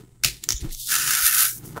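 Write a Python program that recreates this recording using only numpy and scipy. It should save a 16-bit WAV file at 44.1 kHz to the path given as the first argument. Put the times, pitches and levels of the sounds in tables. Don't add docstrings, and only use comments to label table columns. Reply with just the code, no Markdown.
import sys
import numpy as np
from scipy import signal
from scipy.fft import rfft, irfft
from scipy.io import wavfile

SR = 44100
rng = np.random.default_rng(int(sys.argv[2]) if len(sys.argv) > 2 else 0)


def master(y):
    cut = np.clip(np.atleast_2d(y).T, -1, 1)
    pcm = np.round(cut * 32767)
    wavfile.write(sys.argv[1], SR, pcm.astype(np.int16))


N = 79380

# frequency in Hz, relative level in dB.
AIR_TONE = [(60, 27.5), (150, -3.5), (350, -63), (600, -78), (2000, -63), (8000, -0.5), (16000, -32.5)]
# time in seconds, level in dB.
RUSTLE_LEVEL = [(0, -44), (.07, -55.5), (.22, -57.5), (.26, -40), (.4, -59), (.51, -41.5), (.58, -61.5),
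                (.65, -32.5), (.8, -74), (.93, -47), (1.13, -45.5), (1.2, -59), (1.5, -57.5), (1.65, -39.5),
                (1.74, -40), (1.8, -40.5)]
BRUSH_LEVEL = [(1.745, -71), (1.763, -32.5), (1.778, -32), (1.8, -61)]
# frequency in Hz, relative level in dB.
RUSTLE_TONE = [(40, -8), (140, 8.5), (250, -3), (370, -1.5), (520, -17), (1300, -20.5), (2800, -26),
               (16000, -31.5)]
BRUSH_TONE = [(100, -25), (350, -3), (1500, -4.5), (2200, -23), (4000, -29), (16000, -29)]
# start in seconds, level in dB, pitch in Hz, rise in seconds.
HAND_BUMPS = [(0.253, -22, 116, 0.0023), (.249, -35.5, 647, 0.004), (0.253, -39, 51.6, 0.035),
              (0.505, -36.5, 100, 0.015), (.541, -23, 49.6, 0.0089), (0.621, -23.5, 61, 0.007),
              (0.64, -29.5, 289.5, 0.0042), (0.659, -26, 23.1, .03), (1.232, -36, 50, 0.0086)]
# start in seconds, hold in seconds, level in dB.
STEM_CRACKS = [(0.2361, 0.0023, -15), (0.2461, 0.0026, -8.5), (0.2502, 0.003, -21), (0.2595, 0.0036, -22.5),
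               (0.272, 0.003, -29), (0.282, 0.005, -26)]
# frequency in Hz, relative level in dB.
STEM_TONE = [(200, -23), (600, -17), (850, -29), (1600, -5), (1950, -8.5), (2450, 4), (3200, -8),
             (4600, -2), (6600, 0), (8500, -11), (16000, -11)]
# start in seconds, level in dB, pitch in Hz.
FIBRE_TICKS = [(0.439, -16, 7200), (.4893, -2.5, 6200), (0.5055, -6, 5760), (0.5227, -10, 6370),
               (0.7485, -20.5, 5920)]
# time in seconds, level in dB.
TEAR_LEVEL = [(.228, -70), (.238, -25.5), (.285, -31), (.32, -45), (.415, -60.5), (.44, -36.5), (.478, -90),
              (.49, -35.5), (.53, -34), (.56, -92), (.61, -40), (.66, -62), (.72, -41)]
RASP_LEVEL = [(.49, -42), (.54, -39.5), (.582, -38.5), (.605, -54)]
# frequency in Hz, relative level in dB.
TEAR_TONE = [(200, -31), (900, -61), (1800, 11.5), (3000, 13), (3800, 18), (6700, 12.5), (8500, 13.5),
             (12000, 7.5), (16000, 2)]
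SPLINTER_TONE = [(200, -13), (1700, -1), (3300, 0), (5800, 7.5), (8000, -1), (16000, 3.5)]
NECK_RASP_TONE = [(2200, -27), (3650, 5.5), (4500, -22), (5700, 7), (7200, 9), (8800, -33)]
# time in seconds, level in dB.
LIFT_LEVEL = [(.68, -98), (.725, -34), (.765, -44), (.8, -32.5), (.845, -35.5), (.89, -26.5), (.96, -34)]
RIP_LEVEL = [(.85, -81), (.895, -29.5), (.92, -21.5), (.96, -18.5), (.972, -24), (1.06, -24), (1.125, -20),
             (1.21, -22), (1.265, -16.5), (1.31, -21.5), (1.41, -16.5), (1.455, -20), (1.47, -25.5),
             (1.51, -37), (1.57, -109)]
RUN_OUT_LEVEL = [(1.47, -24), (1.572, -39), (1.588, -39.5), (1.596, -94), (1.655, -39.5), (1.74, -57)]
# frequency in Hz, relative level in dB.
LIFT_TONE = [(900, -103), (2200, -24), (3400, 4), (12000, 3.5), (16000, 2)]
EARLY_RIP_TONE = [(500, -37.5), (950, -22), (1250, -4), (1480, 1.5), (1780, 0.5), (2200, -11), (2700, -3.5),
                  (3600, -8.5), (5800, -2), (7500, -1.5), (8250, -10.5), (9150, -0.5), (11000, -4.5),
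                  (15500, -7.5)]
LATE_RIP_TONE = [(550, -41), (1020, -37.5), (1280, -3), (1550, 1.5), (2200, -8.5), (3500, -5.5),
                 (6700, -1.5), (8500, -4.5), (9150, 3), (10800, 1.5), (12000, 3), (15500, -4)]
RUN_OUT_TONE = [(2000, -43), (5800, -1), (12000, 0.5)]
# start in seconds, level in dB, hold in seconds.
STRAND_POPS = [(0.9187, -13, 0.0005), (.9535, -14, 0.0012), (0.9623, -12, 0.0005), (0.985, -15, 0.001),
               (1.063, -22, .001), (1.107, -15, 0.0025), (1.150, -15.5, 0.002), (1.348, -16, .002),
               (1.421, -15, 0.0015), (1.449, -19, 0.006)]
# frequency in Hz, gain in dB.
FLAP_MODES = [(800, -14), (1400, 3), (1640, 3), (2550, 1.5)]
# frequency in Hz, relative level in dB.
TAIL_TONE = [(100, -20), (900, 0.5), (2000, 6), (6000, 2.5), (10000, 5.5), (16000, 5)]

AIR_DB, HUM_HZ, HUM_DB, HUM_WAVER_DB, HUM_WAVER_RAD = -56, 120, -57, 2.5, .6
THIN_FROM_S, THIN_BY_S = 1.14, 1.26
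FLAP_RING_S, FLAP_BEND, BENDS_PER_S = .0034, .07, 24
NEAR_DB, TAIL_DB, TAIL_T60_S = -11, -11.5, .25
TOP_HZ = 15650


def undb(db):
    return 10 ** (np.asarray(db) / 20)


def unit(x):
    return x / np.sqrt(np.mean(x ** 2) + 1e-20)


def clock():
    return np.arange(N) / SR


def curve(rows):
    s, db = np.array(rows).T
    return undb(np.interp(clock(), s, db)) * (clock() >= s[0]) * (clock() <= s[-1])


def colour(x, points):
    size = 4096
    hz, db = np.array(points).T
    bin_hz = np.arange(size // 2 + 1) * SR / size
    gain = unit(undb(np.interp(np.log(bin_hz + 1), np.log(hz), db)))
    cepstrum = irfft(np.log(gain))
    cepstrum[1:size // 2] *= 2
    cepstrum[size // 2 + 1:] = 0
    return signal.fftconvolve(x, irfft(np.exp(rfft(cepstrum))))[:N]


def wander(per_s):
    return unit(np.interp(clock() * per_s, np.arange(N), rng.standard_normal(N)))


def crackle(per_s, spread_db):
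    hits = rng.random(N) < per_s / SR
    signs = rng.choice([-1, 1], N)
    sizes = undb(spread_db * np.clip(rng.standard_normal(N), -2, 2))
    return unit(hits * signs * sizes)


def burst(start, hold, release_s):
    age = clock() - start
    return (age >= 0) * np.exp(-np.maximum(age - hold, 0) / release_s)


def ring(start, hz, rise_s):
    age = np.maximum(clock() - start, 0)
    return age / rise_s * np.exp(1 - age / rise_s) * np.sin(2 * np.pi * hz * age)


def room_tone():
    hum = unit(np.sin(2 * np.pi * HUM_HZ * clock() + HUM_WAVER_RAD * wander(13)))
    air = undb(AIR_DB) * colour(rng.standard_normal(N), AIR_TONE)
    return air + hum * undb(HUM_DB + HUM_WAVER_DB * wander(13.16))


def hands():
    bumps = sum(undb(db) * ring(s, hz, rise) for s, db, hz, rise in HAND_BUMPS)
    rustle = curve(RUSTLE_LEVEL) * colour(crackle(per_s=6000, spread_db=11.4), RUSTLE_TONE)
    brush = curve(BRUSH_LEVEL) * colour(crackle(per_s=420, spread_db=2.1), BRUSH_TONE)
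    return bumps + rustle + brush


def stem_snap():
    force = sum(undb(db) * burst(s, hold, release_s=.0012) for s, hold, db in STEM_CRACKS)
    return colour(force * crackle(per_s=24000, spread_db=.35), STEM_TONE)


def neck_tear():
    ticks = sum(undb(db) * ring(s, hz, rise_s=.0002) for s, db, hz in FIBRE_TICKS)
    splits = sum(undb(db - 6.5) * burst(s, 0, release_s=.0009) for s, db, hz in FIBRE_TICKS)
    breaks = crackle(per_s=6100, spread_db=4) * undb(2.2 * wander(290))
    tear = colour(curve(TEAR_LEVEL) * breaks, TEAR_TONE)
    rasp = colour(curve(RASP_LEVEL) * breaks, NECK_RASP_TONE)
    splinters = colour(splits * crackle(per_s=20000, spread_db=.47), SPLINTER_TONE)
    return ticks + splinters + tear + rasp


def peel_strip():
    fine = crackle(per_s=7000, spread_db=5.3)
    sizzle = curve(LIFT_LEVEL) * colour(fine, LIFT_TONE)
    hiss = curve(RUN_OUT_LEVEL) * colour(fine, RUN_OUT_TONE)
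    grain = crackle(per_s=8000, spread_db=3.5)
    catching = undb(2.1 * wander(380))
    pops = sum(undb(db) * burst(s, hold, release_s=.0008) for s, db, hold in STRAND_POPS)
    breaks = curve(RIP_LEVEL) * unit(grain * catching) + pops * crackle(per_s=30000, spread_db=.6)
    tugs = curve(RIP_LEVEL) * crackle(per_s=450, spread_db=2.5)
    thin = np.clip((clock() - THIN_FROM_S) / (THIN_BY_S - THIN_FROM_S), 0, 1)
    rip = (1 - thin) * colour(breaks, EARLY_RIP_TONE) + thin * colour(breaks, LATE_RIP_TONE)
    return sizzle + rip + loose_flap(tugs) + hiss


def loose_flap(tugs):
    pole = np.exp(-2 / (FLAP_RING_S * SR))
    ringing = 0
    for hz, db in FLAP_MODES:
        bent_hz = hz * (1 + FLAP_BEND * wander(BENDS_PER_S))
        carrier = np.exp(2j * np.pi * np.cumsum(bent_hz) / SR)
        envelope = signal.lfilter([(1 - pole) ** 2], [1, -2 * pole, pole ** 2], tugs / carrier)
        ringing += 2 * undb(db) * np.real(carrier * envelope)
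    return ringing


def small_room(direct):
    t = clock()
    near = crackle(per_s=4000, spread_db=1.5) * burst(.001, 0, release_s=.006)
    decay = (t > .007) * np.exp(-np.log(1000) * t / TAIL_T60_S)
    tail = colour(rng.standard_normal(N) * decay, TAIL_TONE)
    response = (undb(NEAR_DB) * unit(near) + undb(TAIL_DB) * unit(tail)) / np.sqrt(N)
    return direct + signal.fftconvolve(direct, response)[:N]


def scene():
    peeling = stem_snap() + neck_tear() + peel_strip() + hands()
    return (small_room(peeling) + room_tone())[None]


def record(dry):
    rounded = 1.592 * np.tanh(dry / 1.507)
    return signal.sosfilt(signal.ellip(10, .2, 80, TOP_HZ, fs=SR, output="sos"), rounded)


dry = scene()
out = record(dry)
master(out)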